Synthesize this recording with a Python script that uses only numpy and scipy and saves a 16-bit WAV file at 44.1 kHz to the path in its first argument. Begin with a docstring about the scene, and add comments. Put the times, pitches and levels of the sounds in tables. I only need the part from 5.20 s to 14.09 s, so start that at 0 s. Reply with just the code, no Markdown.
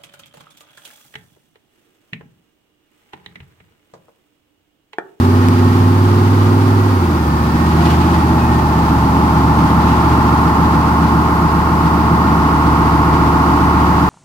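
"""A turbocharged V8 truck runs on a chassis dynamometer in a workshop, a drum fan blowing at its grille.
From the start the exhaust booms on orders of the firing cycle and the valves clatter; a tick at 0.3 s.
Near 1.8 s the automatic gearbox shifts up; at 2.65 s the load is back, with turbo rush and faint squeals.
The knobbly tyres howl on the roller, the same pattern every turn, louder as the wheels gain speed.
From 7.1 s the wheels hold at about half the engine's cycle rate."""
import sys
import numpy as np
from scipy import signal
from scipy.fft import rfft, irfft
from scipy.io import wavfile
from scipy.ndimage import uniform_filter1d

SR = 44100
rng = np.random.default_rng(int(sys.argv[2]) if len(sys.argv) > 2 else 0)


def transcribe(u):
    """Save the signal u as a 16-bit wav file named by the first command-line argument.

    u: samples, shape (n,) or (channels, n), limited to [-1, 1]; the rate is SR.
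    q: integer samples, one column per channel.
    """
    v = np.clip(np.atleast_2d(u).T, -1, 1)
    q = np.round(v * 32767).astype(np.int16)
    wavfile.write(sys.argv[1], SR, q)


N = 392049
TIME_S = np.arange(N) / SR
FREQS_HZ = np.maximum(np.arange(N // 2 + 1) * SR / N, 1)

# engine speed (time [s], four-stroke cycle rate [Hz])
CYCLE_RATE = [(0.0, 18.37), (0.31, 19.46), (0.37, 19.13), (1.5, 20.2), (1.7, 19.98), (1.83, 17.3),
              (2.04, 14.82), (2.3, 15.01), (2.6, 15.99), (2.9, 15.87), (3.37, 15.17), (3.7, 14.78),
              (4.22, 14.64), (4.28, 14.82), (5.71, 14.92), (6.9, 15.08), (7.23, 14.76), (8.89, 14.68)]
# wheel speed (time [s], turn rate [Hz])
WHEEL_RATE = [(0, 5.75), (2.2, 6.46), (3, 6.87), (3.6, 7.02), (7.1, 7.37), (8.89, 7.37)]


def exhaust(cycles, waver_db=2.24, uneven_db=0.3, boom_waver_db=0.72, jitter_cycles=0.0019):
    """Unevenly spaced firings of each bank give lines on multiples of the cycle rate; no two burns match."""
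    # firing orders (multiple of cycle rate [1], relative level [dB])
    firing_orders = [(3, -15), (4, -24), (6, -16), (7, -16), (8, -12.5), (9, -19), (10, -8.5), (11, -9),
                     (12, -19.5), (13, -4.5), (14, -11), (15, -9.5), (16, -15), (17, -18.5), (18, -9),
                     (19, -14), (20, -11.5), (21, -10), (22, -18.5), (23, -20.5), (24, -13.5), (25, -22),
                     (26, -27.5)]
    # fixed resonances of pipes and workshop (frequency [Hz], gain [dB])
    pipe_response = [(45, -11.0), (75, -11.0), (100, -4.0), (125, 1.0), (150, -7.0), (175, 1.0),
                     (192, -11.0), (208, -16.0), (225, -2.0), (258, -4), (270, -9), (290, -8.0),
                     (320, -8.0), (340, -3), (385, -8), (440, -19.0), (520, -17.0)]
    # turbulent gas at the tailpipe (frequency [Hz], relative density [dB])
    puff_spectrum = [(50, -15), (90, -18), (150, -2.5), (280, 7), (380, -1.5), (520, -7), (900, -38)]
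    cycle_hz = in_time(CYCLE_RATE)
    cycle_rad = 2 * np.pi * (cycles + jitter_cycles * drift(5.3))
    growl = np.zeros(N)
    for order, order_db in firing_orders:
        level_db = order_db + at_hz(pipe_response, order * cycle_hz) + waver_db * drift(2.54)
        growl += from_db(level_db) * np.sin(order * cycle_rad + 2 * np.pi * rng.random())
    growl = evened(growl, span_samples=0.012 * SR, share=0.15)  # cylinders push about equally hard
    growl *= from_db(load_db(half_db=-12.5, range_db=5.5) + uneven_db * drift(16))
    boom = np.sin(5 * cycle_rad)
    boom_db = load_db(half_db=-7.5, range_db=2.5) + at_hz(pipe_response, 5 * cycle_hz)
    boom_db += boom_waver_db * drift(5.2)
    puffs = from_db(load_db(half_db=-28.5, range_db=5.5)) * air(puff_spectrum) * (1 + 0.5 * boom)
    return np.sqrt(2) * (growl + from_db(boom_db) * boom) + puffs


def tyres(turns, scatter_db=5.0, high_spot_turns=0.85, turn_samples=16384):
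    """Tread blocks strike the roller: one turn, looped in three registers through the groove resonances."""
    # tread envelope (multiple of wheel rate [1], relative level [dB])
    tread_envelope = [(13, -49), (19, -41.5), (28, -38.5), (34, -48), (46, -31), (55, -44.5), (65, -45),
                      (78, -58), (90, -43.5), (105, -36), (125, -32), (142, -34.5), (160, -41),
                      (197, -43.5), (205, -54.5), (265, -54.5), (330, -61), (420, -68)]
    # strong tread lines (multiple of wheel rate [1], relative level [dB])
    tread_lines = [(21, -24), (22, -22), (23, -23), (24, -20), (26, -25.5), (37, -29), (39, -20), (45, -31),
                   (117, -23.5), (118, -29.5), (120, -24.5), (124, -28), (127, -30), (130, -37), (145, -34),
                   (147, -29), (148, -24.5), (154, -33), (160, -31), (179, -44), (198, -37.5)]
    # groove air, ringing at fixed pitches (frequency [Hz], gain [dB])
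    groove_response = [(300, 0), (420, -5), (560, -13), (700, -7), (770, -3), (850, 5), (910, 3), (990, -1),
                       (1080, 3), (1160, -2), (1420, -4), (1530, -13), (3000, -14)]
    orders = np.arange(1, 421)
    level_db = at_hz(tread_envelope, orders) + scatter_db * rng.standard_normal(len(orders))
    for order, line_db in tread_lines:
        level_db[order - 1] = line_db
    phase = rng.random((2, len(orders)))
    # out of round: the lugs press hardest once a turn, so their note throbs
    lugs = (orders >= 21) & (orders <= 25)
    phase[0, lugs] = -high_spot_turns * orders[lugs]
    mid, side = from_db(level_db) * np.exp(2j * np.pi * phase)
    cruise_hz = orders * WHEEL_RATE[-1][1]
    lines = widen(mid, side, cruise_hz)
    lines /= from_db(at_hz(groove_response, cruise_hz))  # groove gain cancels at cruise
    traction_db = load_db(half_db=0, range_db=3.5)
    thrum_db = rolling_db(swell_hz=(6.8, 7.3), swell_db=(-22, -17.5))
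    howl_db = rolling_db(swell_hz=(6.45, 6.98), swell_db=(-24, -19.5)) + traction_db
    slap_db = rolling_db(swell_hz=(6.98, 7.17), swell_db=(-24, -19.5)) + traction_db
    register = np.digitize(orders, [80, 131])
    position = turns % 1 * turn_samples
    tread = np.zeros((2, N))
    for k, gain_db in enumerate([thrum_db, howl_db, slap_db]):
        own = register == k
        one_turn = irfft(np.pad(lines * own, ((0, 0), (1, 0))), turn_samples)
        one_turn *= turn_samples / np.sqrt(2) / np.linalg.norm(mid[own])
        if k > 0:  # small blocks strike with much the same force all round
            one_turn = evened(one_turn, span_samples=0.13 * turn_samples, share=0.6)
        looped = np.array([np.interp(position, np.arange(turn_samples), channel) for channel in one_turn])
        tread += from_db(gain_db) * looped
    return irfft(rfft(tread) * from_db(at_hz(groove_response, FREQS_HZ)), N)


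def fan(level_db=-27, flutter_db=0.2):
    """Steady rush of air plus narrow resonances of the drum."""
    # airflow (frequency [Hz], relative density [dB])
    flow_spectrum = [(25, -14), (50, -18), (150, -5), (350, 1), (560, -3), (820, -3), (1080, -2),
                     (1400, -6), (1650, -15), (2400, -20.5), (3400, -23), (4700, -25.5), (7000, -31),
                     (9500, -33), (11500, -28), (16000, -28.5)]
    # housing resonances (frequency [Hz], half width [Hz], level [dB])
    drum_modes = [(777, 51, -38.5), (1067, 39, -31.5), (1224, 17, -35.5), (4650, 260, -51.5)]
    tones = sum(from_db(db) * noise(1 / (1 + ((FREQS_HZ - hz) / width_hz) ** 2))
                for hz, width_hz, db in drum_modes)
    return from_db(level_db - flutter_db * drift(17)) * air(flow_spectrum) + tones


def valve_clatter(cycles, level_db=-30.5, firing_depth=0.25, lope_depth=0.063):
    """Valve noise pulses with the eight firings of a cycle, with a slight lope."""
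    # valve noise (frequency [Hz], relative density [dB])
    clatter_spectrum = [(500, -3), (900, 0), (1400, 0), (1700, -7), (2500, -13.5), (3500, -18.5),
                        (4800, -17), (7000, -25.5), (16000, -31.5)]
    cycle_rad = 2 * np.pi * cycles
    lope = np.cos(cycle_rad) + np.cos(2 * cycle_rad)
    pulse = 1 + firing_depth * np.cos(8 * cycle_rad) + lope_depth * lope
    return from_db(level_db) * air(clatter_spectrum) * pulse


def accessory_whine(cycles, ring_hz=1815, width_hz=130, full_strain_hz_per_s=1.25, smooth_s=0.26):
    """Two orders of the accessory drive sing as they cross a resonance, louder while the revs change."""
    # drive orders (multiple of cycle rate [1], relative level [dB])
    drive_orders = [(96, -3), (120, 0)]
    cycle_hz = in_time(CYCLE_RATE)
    strain_hz_per_s = uniform_filter1d(np.abs(np.gradient(cycle_hz, TIME_S)), int(smooth_s * SR))
    level_db = np.interp(strain_hz_per_s, [0, full_strain_hz_per_s], [-41, -33.5])
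    whine = np.zeros((2, N))
    for order, order_db in drive_orders:
        gain = from_db(order_db) / np.hypot(1, 2 * (order * cycle_hz - ring_hz) / width_hz)
        for channel in whine:
            tone = np.sin(2 * np.pi * order * cycles + 1.1 * drift(12))
            channel += gain * tone * from_db(2.5 * drift(10))
    return from_db(level_db) * whine


def turbo(rush_at_s=2.65, rush_db=-29, rise_s=0.12, fall_s=0.17, flutter_db=2.0):
    """Intake air follows the load; one brief rush as the turbo spools up after the shift."""
    # intake air (frequency [Hz], relative density [dB])
    intake_spectrum = [(600, -28), (1000, 16), (1600, 12.5), (2800, 7.5), (4000, 4), (6300, -3.5),
                       (8000, -8), (13000, -10), (16000, -25)]
    since_s = TIME_S - rush_at_s
    rush = from_db(rush_db) * np.exp(-np.maximum(-since_s / rise_s, since_s / fall_s))
    intake = from_db(load_db(half_db=-38, range_db=10.5))
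    return np.hypot(intake, rush) * from_db(flutter_db * drift(21)) * air(intake_spectrum)


def squeals(waver_rad=0.92):
    """Faint unsteady tones swell and fade around the shift and as the load returns."""
    # squeals (centre time [s], pitch [Hz], half length [s], level [dB])
    notes = [(2.697, 2870, 0.029, -34), (1.7, 3760, .035, -48), (2.68, 700, 0.15, -23.5),
             (2.823, 2990, .022, -40), (3.24, 2520, 0.059, -36)]
    tones = np.zeros(N)
    for centre_s, hz, half_s, db in notes:
        swell = from_db(db) * np.exp(-((TIME_S - centre_s) / half_s) ** 2)
        tones += swell * np.sin(2 * np.pi * hz * TIME_S + waver_rad * drift(30))
    return tones


def tick(decay_s=0.001):
    """A dry tick: a sharp edge that dies at once."""
    # onset (time [s], level [dB])
    onsets = [(0.286, -3.5)]
    return sum(from_db(db) * (TIME_S >= at_s) * np.exp(-np.abs(TIME_S - at_s) / decay_s)
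               for at_s, db in onsets)


def load_db(half_db, range_db):
    """Level over time: half_db at half load, rising by range_db from no load to full."""
    # engine load, slack during the shift (time [s], share of full load [0-1])
    engine_load = [(0, 0.76), (.5, 0.63), (1.15, 0.73), (1.65, 0.54), (2.1, 0.28), (2.65, 0.98), (3.4, 0.6),
                   (4.9, 0.82), (6.4, 0.14), (7.7, 0.59), (8.89, 0.66)]
    return half_db + range_db * (in_time(engine_load) - 0.5)


def rolling_db(swell_hz, swell_db, slope_db_per_hz=4.5):
    """Tyre level over time: a swell between two wheel rates plus a steady slope, zero at cruise."""
    wheel_hz = in_time(WHEEL_RATE)
    return np.interp(wheel_hz, swell_hz, swell_db) + slope_db_per_hz * (wheel_hz - wheel_hz[-1])


def air(spectrum, low_cut_hz=20):
    """Stereo noise coloured by a (Hz, dB) table."""
    return noise(from_db(at_hz(spectrum, FREQS_HZ)) * FREQS_HZ ** 2 / (FREQS_HZ ** 2 + low_cut_hz ** 2))


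def noise(bin_gain):
    """Shaped stereo noise; mid rms 1."""
    mid, side = rfft(rng.standard_normal((2, N))) * bin_gain
    stereo = irfft(widen(mid, side, FREQS_HZ), N)
    return stereo / np.std(stereo.mean(axis=0))


def widen(mid, side, hz):
    """Mid and side spectra to left and right: alike in the bass, diffuse in the treble."""
    # left-right likeness (frequency [Hz], coherence [0-1])
    likeness = [(60, 0.92), (130, 0.95), (290, 0.97), (640, 1), (1000, 0.8), (1410, 0.11), (2200, 0.23),
                (6800, 0.019), (16000, 0.11)]
    coherence = np.clip(at_hz(likeness, hz), 0, 0.999)
    return mid + np.sqrt((1 - coherence) / (1 + coherence)) * side * np.array([[1], [-1]])


def evened(x, span_samples, share):
    """Flatten a share of the swells, keeping the overall level."""
    power = uniform_filter1d(np.atleast_2d(x ** 2).mean(axis=0), int(span_samples), mode="wrap") + 1e-12
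    flat = x / power ** (share / 2)
    return flat * np.std(x) / np.std(flat)


def drift(corner_hz, hop_samples=100, settle_hops=1000):
    """Slow random wander, rms 1."""
    pole = np.exp(-2 * np.pi * corner_hz * hop_samples / SR)
    white = rng.standard_normal(N // hop_samples + settle_hops + 2)
    slow = signal.lfilter([1], [1, -2 * pole, pole ** 2], white)[settle_hops:]
    slow /= np.sqrt(np.mean(slow ** 2))
    return np.interp(np.arange(N) / hop_samples, np.arange(len(slow)), slow)


def from_left(x, lag_s):
    """A source on the left reaches the right channel later."""
    return np.array([x[0], np.interp(TIME_S - lag_s, TIME_S, x[1])])


def in_time(curve):
    """A (time, value) table at every sample."""
    return np.interp(TIME_S, *np.transpose(curve))


def at_hz(spectrum, hz):
    """Interpolate a table on a log frequency axis."""
    knots_hz, values = np.transpose(spectrum)
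    return np.interp(np.log(hz), np.log(knots_hz), values)


def from_db(db):
    """Decibels to gain."""
    return 10 ** (np.asarray(db) / 20)


def scene():
    """Crank and wheels turn at their own speeds; the workshop favours left or right by frequency."""
    # workshop balance (frequency [Hz], left minus right [dB])
    balance = [(60, 1), (110, -2.5), (200, 0.5), (380, -3), (700, 4), (1290, -2.5), (2380, 0.5), (4400, -4),
               (8120, 0), (15000, -2.5)]
    cycles = np.cumsum(in_time(CYCLE_RATE)) / SR
    turns = np.cumsum(in_time(WHEEL_RATE)) / SR
    front = valve_clatter(cycles) + accessory_whine(cycles) + turbo() + squeals() + fan() + tick()
    mix = from_left(exhaust(cycles), lag_s=0.0002166)
    mix += from_left(tyres(turns), lag_s=0.0001)
    mix += from_left(front, lag_s=0.00037)
    channel_db = at_hz(balance, FREQS_HZ) * np.array([[0.5], [-0.5]])
    return irfft(rfft(mix) * from_db(channel_db), N)


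def record(dry, cutoff_hz=15900):
    """Soft clip of the highest peaks, then a steep low-pass."""
    rounded = dry / (1 + dry ** 8) ** (1 / 8)
    return signal.sosfilt(signal.ellip(12, 0.1, 90, cutoff_hz, fs=SR, output="sos"), rounded)


dry = scene()
out = record(dry)
transcribe(out)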